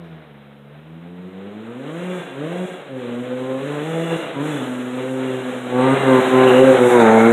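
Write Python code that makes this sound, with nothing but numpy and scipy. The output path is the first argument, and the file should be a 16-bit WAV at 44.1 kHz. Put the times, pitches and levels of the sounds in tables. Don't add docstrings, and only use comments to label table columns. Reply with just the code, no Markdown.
import sys
import numpy as np
from scipy import signal
from scipy.fft import rfft, irfft, next_fast_len
from scipy.io import wavfile
from scipy.ndimage import uniform_filter1d, minimum_filter1d

SR = 44100
rng = np.random.default_rng(int(sys.argv[2]) if len(sys.argv) > 2 else 0)


def store_pcm(level_fs):
    pcm = np.round(np.clip(level_fs, -1, 1) * 32767).astype(np.int16)
    wavfile.write(sys.argv[1], SR, np.atleast_2d(pcm).T)


def boost(x):
    u = np.asarray(x, float) / 20
    return 10 ** u


N = 322812

# pitch_hz, level_db per Hz
FLOOR_COLOUR = [(3500, -30), (4500, -6), (6000, -6), (8200, -4), (9000, -.1), (10000, -2), (15400, -2),
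                (16500, -60)]
# pitch_hz, level_db per Hz
HISS_COLOUR = [(4300, -35.5), (4800, -27.5), (5500, -15.5), (6000, -8.5), (7000, -0.5), (8500, -2.5),
               (10000, -6), (12000, -12), (14000, -19.5), (15400, -25.5)]
# start_s, stop_s, level_db
THUDS = [
    (6.42, 6.47, -47),
    (6.58, 6.684, -42),
    (6.952, 7.0, -49),
    (7.054, 7.09, -47),
    (7.133, 7.16, -51),
]
# time_s, level_db
SIGHTLINE = [(0, -23), (.8, -8.5), (2, -4), (3.5, -1.5), (4.2, -1.5), (4.6, 1.5), (5.65, -0.5), (5.85, -7),
             (6.15, -3.5), (6.6, -3), (6.9, 0.5), (7.1, -4.5), (7.32, -2)]
# start_s, stop_s, pitch_hz, width_hz, level_db
RINGING = [(1.95, 2.35, 2770, 45, -48), (2.05, 2.4, 1600, 40, -45), (2.05, 2.35, 3450, 120, -49),
           (2.5, 2.8, 1600, 40, -47), (2.5, 2.85, 2770, 90, -52), (2.55, 2.8, 3400, 150, -49),
           (3.8, 4.25, 3450, 150, -45), (3.93, 4.3, 2800, 150, -41), (4.46, 4.65, 3450, 150, -44),
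           (5.0, 5.6, 2780, 90, -50), (5.85, 6.25, 2060, 80, -37), (5.85, 6.3, 2800, 130, -41),
           (6.33, 6.7, 2780, 250, -31), (6.75, 7.0, 2200, 45, -33), (7.12, 7.34, 2150, 120, -27),
           (6.78, 7.1, 3650, 250, -36), (5.72, 6.2, 8500, 500, -47), (6.05, 6.75, 11800, 600, -54),
           (6.9, 7.34, 6700, 500, -43), (6.8, 7.02, 10000, 1500, -43)]
# pitch_hz, level_db per Hz
FAR_COLOUR = [(60, -56.5), (130, -10), (250, -3.5), (500, 2.5), (700, -4.5), (1000, -8), (1400, -7.5),
              (2400, -11.5), (3000, -12.5), (3900, -16), (4150, -26), (4350, -40), (4700, -62)]
# pitch_hz, level_db per Hz
NEAR_COLOUR = [(60, -25), (130, -12.5), (250, -3.5), (500, -4.5), (700, 7.5), (1000, -1.5), (1400, -1.5),
               (2300, -8.5), (3000, -30), (3900, -21), (4150, -24.5), (4350, -99), (4700, -117)]
# time_s, nearness (0 to 1)
NEARNESS = [(0, 0.21), (3, 0.01), (5.5, 0.1), (5.9, 0.39), (6.8, 0.36), (7, 0.77), (7.32, 0.7)]
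# time_s, level_db
APPROACH = [(-0.0, -42.5), (0.21, -43), (0.64, -45), (1.06, -44.5), (1.76, -38.5), (2.15, -32.5),
            (3.07, -35), (3.43, -34), (4.13, -27.5), (4.63, -28), (4.83, -31.5), (5.64, -28.5),
            (5.8, -20.5), (6.14, -18), (6.52, -15.5), (6.78, -17.5), (6.98, -14.5), (7.32, -15)]
# time_s, firings_per_s
ROAD_SPEED = [(0.0, 86.0), (0.37, 70.5), (0.67, 71.1), (1.06, 86.0), (1.39, 95.7), (1.85, 123.6),
              (2.44, 128.4), (3.16, 122.9), (3.58, 132.6), (3.68, 146.5), (3.83, 147.1), (4.27, 141.7),
              (4.62, 125.2), (5.68, 123.8), (6.45, 125.0), (6.95, 122.5), (7.1, 106.6), (7.32, 117.6)]
# peak_s, extra_firings_per_s, rise_s, fall_s
EXTRA_REVS = [(2.119, 57.4, 0.261, 0.134), (2.595, 49.9, 0.179, 0.259), (2.645, 9.2, 0.071, 0.068),
              (3.051, -4.6, 0.038, 0.119), (3.886, 7.5, 0.047, 0.087), (4.108, 23.1, 0.205, 0.103),
              (4.484, 22.3, 0.072, 0.095), (5.088, 6.2, 0.136, 0.401), (5.977, 11.3, 0.161, 0.037),
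              (6.033, 7.7, 0.026, 0.102), (6.459, 4.3, 0.351, 0.05), (6.66, 8.9, 0.089, 0.079),
              (7.122, 3.7, 0.05, 0.06)]
# shut_s, open_s, drop_db, regain_s
THROTTLE_CUTS = [
    (2.198, 2.27, -15, .13),
    (2.655, 2.86, -17, .07),
    (4.162, 4.335, -20, .03),
    (.2, .8, -3.5, .08),
    (5.5, 5.69, -8, .06),
    (5.94, 6.03, -8, .05),
    (6.195, 6.31, -12, .03),
    (6.47, 6.55, -4, .04),
    (6.71, 6.78, -7, .04),
    (6.875, 6.92, -5, .03),
]
# start_s, stop_s, order, peak_db
CLEAR_ORDERS = [(0.34, 0.71, 7, -46), (0.584, 0.738, 6, -48), (1.034, 1.322, 5, -44.5),
                (1.314, 1.525, 5, -40.5), (3.01, 3.253, 5, -40.5), (3.34, 3.674, 8, -38),
                (3.39, 3.62, 6, -41), (3.67, 3.958, 9, -40), (3.68, 3.834, 7, -38.5),
                (3.75, 4.024, 5, -34.5), (4.033, 4.564, 5, -33), (4.24, 4.428, 7, -32.5),
                (4.73, 4.9, 13, -41.5), (5.06, 5.46, 7, -39), (5.117, 6.01, 5, -33.5),
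                (5.518, 5.662, 13, -31), (5.672, 6.0, 7, -28), (5.68, 5.92, 6, -29), (5.68, 6.3, 9, -27.5),
                (5.71, 5.946, 10, -44), (5.75, 6.002, 8, -33), (5.974, 6.28, 10, -27.5),
                (5.995, 6.28, 7, -23.5), (6.035, 6.526, 8, -21), (6.31, 6.507, 6, -22.5),
                (6.88, 7.353, 5, -17), (6.88, 7.215, 8, -19), (6.95, 7.183, 12, -29), (6.95, 7.32, 7, -17)]
# pitch_hz, level_db
PIPE = [(70.0, -12.0), (100.0, -9), (135.0, -3.6), (185.0, 5), (270.0, 0.75), (390.0, -3.8), (520.0, 1.8),
        (700.0, -9.3)]
NEAR_ORDERS_DB = [-13, 1, 1.5, 2]
# time_s, order, level_db, half_length_s
REFLECTION_FADES = [(0.1, 3, -12.5, 0.25), (0.466, 4, -15, 0.45), (0.747, 3, -7.5, 0.3),
                    (0.84, 2, 4.5, 0.31), (1.426, 3, -7, 0.19), (2.017, 4, -7, 0.42),
                    (2.053, 3, -5.5, 0.27), (2.566, 2, 3.5, 0.056), (2.626, 1, 4.5, 0.044),
                    (3.037, 4, 5.5, 0.037), (3.22, 2, 5, 0.038), (3.25, 3, -7, 0.1), (3.44, 2, 6.5, 0.04),
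                    (3.796, 4, -10, 0.15), (4.502, 4, -11, 0.28), (4.64, 3, -6.6, 0.34),
                    (4.803, 1, -5, 0.3), (5.225, 4, -7, 0.7), (5.294, 3, 6.5, 0.031), (5.47, 1, -10, 0.05),
                    (5.496, 3, -15, 0.066), (5.646, 3, -1, 0.036), (5.973, 1, 8, 0.11),
                    (5.998, 4, -12.7, 0.05), (6.278, 2, 6, 0.061), (6.488, 3, 6, 0.39),
                    (6.671, 4, 8, 0.063), (6.93, 3, 4.5, 0.036), (6.968, 2, -4, 0.27),
                    (7.144, 3, -15, 0.089)]


def rms_one(x):
    return x / np.sqrt(np.mean(x ** 2) + 1e-20)


def in_time(rows):
    time_s, values = np.transpose(rows)
    return np.interp(np.arange(N) / SR, time_s, values)


def at_hz(points, hz):
    pitch_hz, level_db = np.transpose(points)
    return np.interp(np.log(hz + 1), np.log(pitch_hz), level_db)


def colour(x, spectrum):
    size = next_fast_len(N)
    hz = np.arange(size // 2 + 1) * SR / size
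    return rms_one(irfft(rfft(x, size) * boost(at_hz(spectrum, hz)), size)[:N])


def filtered(x, order, hz, kind):
    return signal.sosfilt(signal.butter(order, hz, kind, fs=SR, output="sos"), x)


def drift(rate_hz):
    r = np.exp(-80 * np.pi * rate_hz / SR)
    noise = rng.standard_normal(N // 40 + 2002)
    slow = signal.lfilter([1], [1, -2 * r, r * r], noise)[2000:]
    return np.interp(np.arange(N) / 40, np.arange(len(slow)), rms_one(slow))


def swell(start_s, stop_s):
    first, last = round(start_s * SR), round(stop_s * SR)
    span = slice(first, min(last, N))
    shape = np.sqrt(np.sin(np.linspace(0, np.pi, last - first)).clip(0))
    return span, shape[:span.stop - first]


def quiet_floor():
    return boost(-75) * colour(rng.standard_normal(N), FLOOR_COLOUR)


def rut_thuds():
    out = np.zeros(N)
    for start_s, stop_s, level_db in THUDS:
        span, shape = swell(start_s, stop_s)
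        out[span] += boost(level_db) * shape ** 2
    return out


def ground_rumble(rasp_db, near):
    shaking = boost(rasp_db - 40.5 + 3 * drift(11)) * near ** 2
    faint_bed = boost(-80 + 0.24 * (rasp_db + 49))
    low_noise = rms_one(filtered(rng.standard_normal(N), 2, 75, "low"))
    return (shaking + rut_thuds() + faint_bed) * low_noise


def pebble():
    since_s = np.arange(N) / SR - 7.256
    burst = rng.standard_normal(N) * (since_s > 0) * np.exp(-np.maximum(since_s, 0) / .0006)
    return boost(-32) * np.diff(burst, prepend=0)


def wood(x):
    t60_s, first_trunk_s, trunk_hz = 0.89, 0.048, 316
    t = np.arange(SR) / SR
    tail = rng.standard_normal(SR) * boost(-60 * t / t60_s) * np.clip(t / first_trunk_s, 0, 1) ** 2
    short_waves = filtered(x, 2, trunk_hz, "high")
    return signal.fftconvolve(short_waves, tail / np.sqrt(np.sum(tail ** 2)))[:N]


def ringing_metal(gas):
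    out, rattle = np.zeros(N), drift(20)
    for start_s, stop_s, hz, width_hz, level_db in RINGING:
        span, shape = swell(start_s, stop_s)
        r = np.exp(-3 * np.pi * width_hz / SR)
        poles = [1, -2 * r * np.cos(2 * np.pi * hz / SR), r * r]
        ring = signal.sosfilt([[1, 0, -1, *poles]] * 3, gas[span])
        out[span] += boost(level_db - 3.5 + 2.5 * rattle[span]) * shape * rms_one(ring)
    return out


def firing_rate():
    t = np.arange(N) / SR
    rate = in_time(ROAD_SPEED)
    for peak_s, extra, rise_s, fall_s in EXTRA_REVS:
        side_s = np.where(t < peak_s, rise_s, fall_s)
        rate = rate + extra * np.exp(-np.abs((t - peak_s) / side_s) ** 2.5)
    return rate


def throttle_db():
    snap_s, gas_sink_s, gas_lag_s = 0.013, 0.11, 0.068
    t = np.arange(N) / SR
    firing, gas = np.zeros(N), np.zeros(N)
    for shut_s, open_s, drop_db, regain_s in THROTTLE_CUTS:
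        since_s = np.maximum(t - shut_s, 0)
        held_db = drop_db * np.clip(1 + (open_s - t) / regain_s, 0, 1)
        firing += held_db * np.minimum(since_s / snap_s, 1)
        gas += held_db * np.minimum(since_s / gas_sink_s, 1)
    late_gas = np.interp(t - gas_lag_s, t, gas)
    return firing, uniform_filter1d(late_gas, size=3500)


def puffed_noise(turn, depth, patchy_db):
    return (1 + depth * np.cos(turn)) * boost(patchy_db * drift(12)) * rng.standard_normal(N)


def gas_hiss(turn, hiss_db):
    return boost(hiss_db) * colour(puffed_noise(turn, depth=0.073, patchy_db=.6), HISS_COLOUR)


def high_orders(turn, per_s, near, fade_db):
    out = np.zeros(N)
    for k in range(5, 14):
        far_db, near_db = at_hz(FAR_COLOUR, k * per_s), at_hz(NEAR_COLOUR, k * per_s)
        level_db = (1 - near) * far_db + near * near_db
        wander = rng.uniform(0, 2 * np.pi) + .07 * k * (1.3 - near) * drift(9)
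        out += boost(level_db + fade_db * drift(6.9)) * np.cos(k * turn + wander)
    return out / np.sqrt(uniform_filter1d(out ** 2, size=9000))


def exhaust_rasp(turn, per_s, near, rasp_db, cut_db, gas):
    clean = np.clip(0.3 + .02 * cut_db, 0, 1) * (.35 + .65 * near)
    roar = (1 - near) * colour(gas, FAR_COLOUR) + near * colour(gas, NEAR_COLOUR)
    orders = high_orders(turn, per_s, near, fade_db=3.5)
    return boost(rasp_db) * (np.sqrt(clean) * orders + 0.96 * np.sqrt(1 - clean) * roar)


def clear_orders(turn, rasp_db):
    out = np.zeros(N)
    for start_s, stop_s, order, peak_db in CLEAR_ORDERS:
        span, shape = swell(start_s, stop_s)
        effort_db = rasp_db[span] - rasp_db[span].mean()
        phase = rng.uniform(0, 2 * np.pi)
        out[span] += boost(peak_db + effort_db) * shape * np.cos(round(order) * turn[span] + phase)
    return out


def firing_cracks(turn):
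    firings = np.flatnonzero(np.diff(np.floor(turn / (2 * np.pi))))
    clicks = np.zeros(N)
    clicks[firings] = boost(2.3 * rng.standard_normal(len(firings)))
    echo = np.roll(clicks, round(0.001 * SR))
    cracks = colour(clicks - 0.5 * echo, NEAR_COLOUR)
    return rms_one(filtered(cracks, 2, 900, "high"))


def low_orders_db(per_s, near, engine_db):
    t = np.arange(N) / SR
    out = np.array([engine_db + at_hz(PIPE, k * per_s) + near * near_db
                    for k, near_db in enumerate(NEAR_ORDERS_DB, 1)])
    for time_s, order, level_db, half_length_s in REFLECTION_FADES:
        out[round(order) - 1] += level_db * np.exp(-((t - time_s) / half_length_s) ** 2)
    return out


def exhaust_tones(turn, orders_db, flutter_db):
    burn, out = drift(15.6), np.zeros(N)
    for k, order_db in enumerate(orders_db, 1):
        flutter = flutter_db * (burn + .7 * k * drift(16))
        out += np.sqrt(2) * boost(order_db + flutter) * np.cos(k * turn - 0.31 * (k - 1))
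    return out


def scene():
    per_s = firing_rate()
    near = np.clip(in_time(NEARNESS), 0, 1)
    engine_db = in_time(APPROACH)
    cut_db, gas_db = throttle_db()
    octaves = np.log2(per_s / 130)
    rasp_db = engine_db - 1 + 1.5 * octaves + 0.2 * gas_db - 0.5 * near
    hiss_lull_db = .45 * (1 - 1.5 * near).clip(0) * gas_db
    hiss_db = engine_db - 21.5 + 9 * octaves + hiss_lull_db + in_time(SIGHTLINE)
    turn = 2 * np.pi * np.cumsum(per_s * (1 + .002 * drift(30))) / SR

    tones = exhaust_tones(turn, low_orders_db(per_s, near, engine_db + cut_db), flutter_db=1.1 - near)
    scatter = boost(-1.5 - 12 * near) * wood(tones)
    gas = puffed_noise(turn, depth=0.038, patchy_db=1.11)
    rasp = exhaust_rasp(turn, per_s, near, rasp_db, cut_db, gas)
    cracks = boost(rasp_db - 7 + cut_db + 2.2 * drift(3.7)) * near * firing_cracks(turn)
    clear = boost(1.2 * cut_db) * clear_orders(turn, rasp_db)
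    engine = tones + scatter + rasp + cracks + clear + ringing_metal(gas)
    engine = filtered(engine, 4, 70, "high")

    background = quiet_floor() + ground_rumble(rasp_db, near) + pebble()
    return (background + gas_hiss(turn, hiss_db) + engine)[None]


def band_limit(x):
    return signal.sosfilt(signal.butter(12, 15500, fs=SR, output="sos"), x)


def record(dry):
    ceiling = .99
    room_left = minimum_filter1d(ceiling / np.maximum(np.abs(dry), ceiling), size=401)
    limited = dry * uniform_filter1d(room_left, size=401)
    return band_limit(limited)


dry = scene()
out = record(dry)
store_pcm(out)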